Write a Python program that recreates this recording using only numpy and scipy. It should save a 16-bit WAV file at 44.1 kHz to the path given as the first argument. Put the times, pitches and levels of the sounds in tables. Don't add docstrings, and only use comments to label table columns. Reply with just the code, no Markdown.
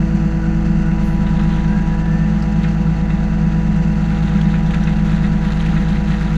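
import sys
import numpy as np
from scipy.fft import rfft, irfft
from scipy.io import wavfile

SR = 44100
rng = np.random.default_rng(int(sys.argv[2]) if len(sys.argv) > 2 else 0)


def unload_audio(sound):
    columns = np.transpose(np.atleast_2d(sound))
    steps = np.round(np.clip(columns, -1, 1) * 32767)
    wavfile.write(sys.argv[1], SR, steps.astype(np.int16))


N = 280917
TIME = np.arange(N) / SR
FREQ = np.maximum(np.arange(N // 2 + 1) * SR / N, 1)


def undb(db):
    return 10 ** (np.asarray(db) / 20)


def unit(x):
    return x / np.std(x)


def noise():
    return rng.standard_normal(N)


def walk(hz):
    lowpass = np.exp(-(np.arange(len(FREQ)) * SR / N / hz) ** 2)
    return unit(irfft(rfft(noise()) * lowpass, N))


def slope(points):
    hz, db = np.transpose(points)
    return undb(np.interp(np.log(FREQ), np.log(hz), db))


def band(hz, width):
    return 1 / (1 + 1j * (FREQ ** 2 - hz ** 2) / (FREQ * width))


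def body(modes):
    peaks = (undb(db) * np.abs(band(hz, 1.39 * width)) ** 2 for hz, width, db in modes)
    return np.sqrt(sum(peak ** 2 for peak in peaks))


def colour(x, gain):
    return irfft(rfft(x) * gain, N) * np.sqrt(SR / 2)


def tone(turns, db, waver_db, drift):
    phase = turns + rng.random() + drift * walk(1.8)
    return np.sqrt(2) * undb(db + waver_db * np.tanh(walk(8))) * np.sin(2 * np.pi * phase)


def ramp(t, rise_s):
    return np.clip((TIME - t) / rise_s, 0, 1)


def decay(t, tau_s):
    return np.exp(-np.maximum(TIME - t, 0) / tau_s)


def gesture(t, attack_s, hold_s, release_s):
    return ramp(t, attack_s) * decay(t + attack_s + hold_s, release_s)


def burst(t, t60_s):
    age = np.maximum(TIME - t, 0)
    return (1 - decay(t, .0008)) * np.exp(-np.minimum(np.log(1000) * age / t60_s, 30))


# order of the four-stroke cycle, relative level/dB
EXHAUST_HARMONICS = [(5, -46), (6, -21), (9, -49), (10, -53), (12, -34), (15, -46), (16, -47), (17, -29),
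                     (18, -20), (19, -43), (20, -32), (21, -29), (22, -32), (23, -23.3), (24, -44),
                     (26, -48), (27, -46), (29, -50), (30, -51), (32, -52), (34, -49), (39, -53)]
# f/Hz, relative spectrum level/dB
PIPE_SPECTRUM = [(8, -73.5), (18, -58), (42, -63), (80, -54), (125, -64), (142, -54.5), (157, -47),
                 (185, -43), (208, -42.5), (224, -58), (300, -61), (420, -66), (600, -115)]

def exhaust(firings):
    cycles = firings / 6
    crest_s, period_s = 2.2, .725
    swell_db = .74 * np.cos(2 * np.pi * (TIME - crest_s) / period_s)
    throb_db = swell_db + .5 * np.tanh(walk(8))
    harmonics = 0
    for order, db in EXHAUST_HARMONICS:
        depth = .15 if order <= 6 else 1
        level_db = db + depth * throb_db
        harmonics += tone(order * cycles, level_db, waver_db=1.6 * depth, drift=.007 * order ** .5)
    half_order = firings / 2 + .12 * walk(1)
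    shake = tone(half_order, -29 + 5 * np.tanh(walk(1)), waver_db=2, drift=.02)
    gas = colour(noise(), slope(PIPE_SPECTRUM))
    return undb(.49) * harmonics + shake + undb(-.5) * gas


# f/Hz, relative spectrum level/dB
BLOCK_SPECTRUM = [(200, -80), (450, -69.5), (800, -68), (1080, -75), (1350, -67.5), (1750, -73.5),
                  (2000, -70), (2350, -80.5), (3900, -89), (5300, -92), (7600, -93.5), (8500, -105),
                  (13400, -111), (15500, -122)]
# f/Hz, nominal bandwidth/Hz, relative spectrum level/dB
COVER_MODES = [(2680, 240, -73.5), (4450, 500, -84.5), (6050, 690, -87)]

def clatter(firings):
    impacts = 3 * firings
    index = impacts.astype(int)
    pattern_db = 2 * rng.standard_normal(18)[index % 18]
    scatter_db = rng.standard_normal(index[-1] + 1)[index]
    envelope = .51 + undb(pattern_db + scatter_db) * np.exp(-(impacts % 1) / .77)
    contacts = rng.standard_normal(4900)
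    repeating = contacts[(firings / 6 % 1 * len(contacts)).astype(int)]
    rattle = unit(envelope * (undb(1.5) * repeating + noise()))
    spectrum = np.hypot(slope(BLOCK_SPECTRUM), body(COVER_MODES))
    knock_share = 1 / (1 + (FREQ / 2600) ** 2)
    knock = colour(rattle, spectrum * np.sqrt(knock_share))
    air = unit(undb(1.5 * walk(40)) * noise())
    fan = colour(air, spectrum * np.sqrt(1 - knock_share))
    return undb(.5) * (knock + fan)


# multiple of the truck's firing rate, relative level/dB
MACHINE_TONES = [(9, -47.5), (9.1, -40), (10.02, -54), (12, -46.5), (12.35, -50), (13.5, -49), (13.62, -49),
                 (22, -55), (27.7, -53), (31.05, -54), (33, -54)]

def machines(firings):
    load, digging = ramp(.85, rise_s=.11), ramp(2.02, rise_s=.09)
    swing = decay(.7, tau_s=1)
    engine = tone(15 * firings, -49 + 5.7 * load, waver_db=2.5, drift=.17)
    pump = tone(18 * firings, -47 + 7.5 * load - 4.5 * digging, waver_db=1.5, drift=.2)
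    drone = tone(6 * firings, -36.5 + 6 * swing, waver_db=.9, drift=.02)
    steady = sum(tone(k * firings, db - .5, waver_db=1.6, drift=.005 * k) for k, db in MACHINE_TONES)
    return engine + pump + drone + steady


# t/s, level/dB
PIVOT_SQUEAKS = [(0.448, -40), (0.863, -38.5)]

def pivot():
    pitch_hz, half_width_s = 1475, .068
    rub = sum(undb(db) * np.exp(-((TIME - t) / half_width_s) ** 2) for t, db in PIVOT_SQUEAKS)
    return rub * tone(pitch_hz * TIME + .15 * walk(80), 0, waver_db=1, drift=.05)


# t/s, hold/s, relative flow level/dB
BUCKET_PUSHES = [(1.327, 0.16, -5), (4.05, .48, -6.5), (4.63, 0.27, -7), (5.017, 0.15, -3.5),
                 (5.382, 0.47, -0.6), (6.035, .3, -1.5)]
# f/Hz, relative spectrum level/dB
GRAVEL_SPECTRUM = [(400, -116), (800, -73), (1200, -70), (1700, -67), (2300, -75.5), (3100, -77),
                   (3800, -75.5), (4500, -85.5), (5300, -91), (7000, -92), (8500, -103), (10000, -101),
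                   (13000, -116), (15500, -128)]
# f/Hz, nominal bandwidth/Hz, relative level/dB
BUCKET_MODES = [(1020, 90, -10), (1340, 110, -1), (1660, 130, -2), (1880, 130, 0), (2120, 150, -3),
                (2600, 220, -4), (3650, 500, -10)]

def gravel():
    contacts_per_s, strikes_per_s = 400, 90
    trickle = undb(-8.5) * ramp(.6, rise_s=.61)
    pushes = sum(undb(db) * gesture(t, .07, hold, release_s=.091) for t, hold, db in BUCKET_PUSHES)
    flow = trickle + pushes
    slip_db = 3 * np.tanh(walk(28))
    clicks = 0
    for hz in np.geomspace(600, 13000, num=14):
        tumble = flow * undb(slip_db + 3.5 * np.tanh(walk(50)))
        strength_db = 1.9 * np.minimum(rng.exponential(size=N), 3.5)
        contacts = (rng.random(N) < contacts_per_s / SR) * np.sign(noise()) * undb(strength_db)
        clicks += colour(unit(contacts) * tumble, band(hz, hz / 3) ** 2)
    crunch = colour(clicks / np.sqrt(SR / 2), slope(GRAVEL_SPECTRUM))
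    strikes = (rng.random(N) < strikes_per_s / SR) * np.tanh(noise())
    steel = sum(undb(db) * band(hz, width) for hz, width, db in BUCKET_MODES) * band(1500, 3000)
    ringing = flow * unit(colour(strikes, steel))
    return undb(-2.5) * crunch + undb(-47) * ringing


# t/s, relative level/dB
STONE_KNOCKS = [(.914, -36.5), (1.266, -30.5), (1.425, -36), (2.640, -29), (3.102, -31), (4.348, -32),
                (4.54, -28.5), (4.736, -26.5), (4.873, -25.5), (5.24, -30), (5.443, -34), (5.764, -27.5),
                (6.217, -37)]

def knocks():
    t60_s = .14
    blows = sum(undb(db) * burst(t, t60_s) for t, db in STONE_KNOCKS)
    rattle = blows * unit(colour(noise(), body(BUCKET_MODES)))
    clank = np.zeros(N)
    age = np.arange(SR // 4) / SR
    for t, db in STONE_KNOCKS:
        modes = 0
        for hz, _, mode_db in BUCKET_MODES:
            amplitude = undb(mode_db) * rng.uniform(.4, 1)
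            modes += amplitude * np.sin(2 * np.pi * hz * rng.normal(1, .04) * age)
        ring = undb(db) * unit(modes) * np.exp(-np.log(1000) * age / t60_s)
        start = int(t * SR)
        clank[start:start + len(age)] += ring[:N - start]
    return undb(-3) * rattle + undb(-5) * clank


def valve_hiss():
    jet = slope([(5000, -30), (8500, -12), (10300, 0), (11500, -2), (14000, -5), (15500, -16)])
    hiss = undb(-57) * unit(colour(noise(), jet))
    return hiss * gesture(1.01, attack_s=.035, hold_s=.04, release_s=.07)


# t/s, level/dB, f/Hz
STONE_CRACKS = [(1.412, -40, 3700), (1.433, -47, 7000), (2.423, -36, 4700), (2.633, -36, 3800),
                (3.104, -42, 3700), (4.23, -40, 3700), (4.412, -32.5, 3200), (4.662, -36, 3500),
                (4.707, -31, 2580), (4.742, -28.5, 2460), (4.836, -38, 5770), (5.16, -38, 3820),
                (5.519, -34.5, 3900), (5.661, -29.5, 2620), (5.887, -36.5, 3740), (6.218, -37.5, 3700)]

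def cracks():
    rolloff = slope([(7000, 0), (9000, -6), (15000, -12)])
    snaps = 0
    for t, db, hz in STONE_CRACKS:
        resonance = unit(colour(noise(), rolloff * band(hz, .2 * hz)))
        snaps += undb(db) * burst(t, t60_s=.049) * resonance
    return snaps


def valve_whine():
    onset_s, from_hz, to_hz = 1.6, 1510, 1900
    hz = to_hz + (from_hz - to_hz) * decay(onset_s, tau_s=.5)
    flutter = .012 * walk(180)
    whine = tone(np.cumsum(hz * (1 + flutter)) / SR, -43.3, waver_db=4.5, drift=.03)
    return whine * gesture(onset_s, attack_s=.16, hold_s=.52, release_s=.15)


def scene():
    firing_hz, sag_hz_per_s = 54.32, .063
    firings = np.cumsum(firing_hz - sag_hz_per_s * TIME) / SR
    engines = exhaust(firings) + clatter(firings) + machines(firings)
    return (engines + pivot() + gravel() + knocks() + valve_hiss() + cracks() + valve_whine())[None]


# f/Hz, level/dB
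TREBLE_RIPPLE = [(4700, 0), (5000, -2), (5150, 2), (5500, -3), (5800, 1), (6200, -1), (6500, 1.5),
                 (7900, 0), (8400, -3), (9700, 1), (10700, 1), (11800, -3), (13300, 0), (14200, -8)]

def record(dry):
    cutoff_hz, fade_s = 15500, .004
    fade = np.minimum(1, np.minimum(TIME, TIME[::-1]) / fade_s)
    response = slope(TREBLE_RIPPLE) / np.hypot(1, (FREQ / cutoff_hz) ** 60)
    return irfft(rfft(dry * fade) * response, N)


dry = scene()
out = record(dry)
unload_audio(out)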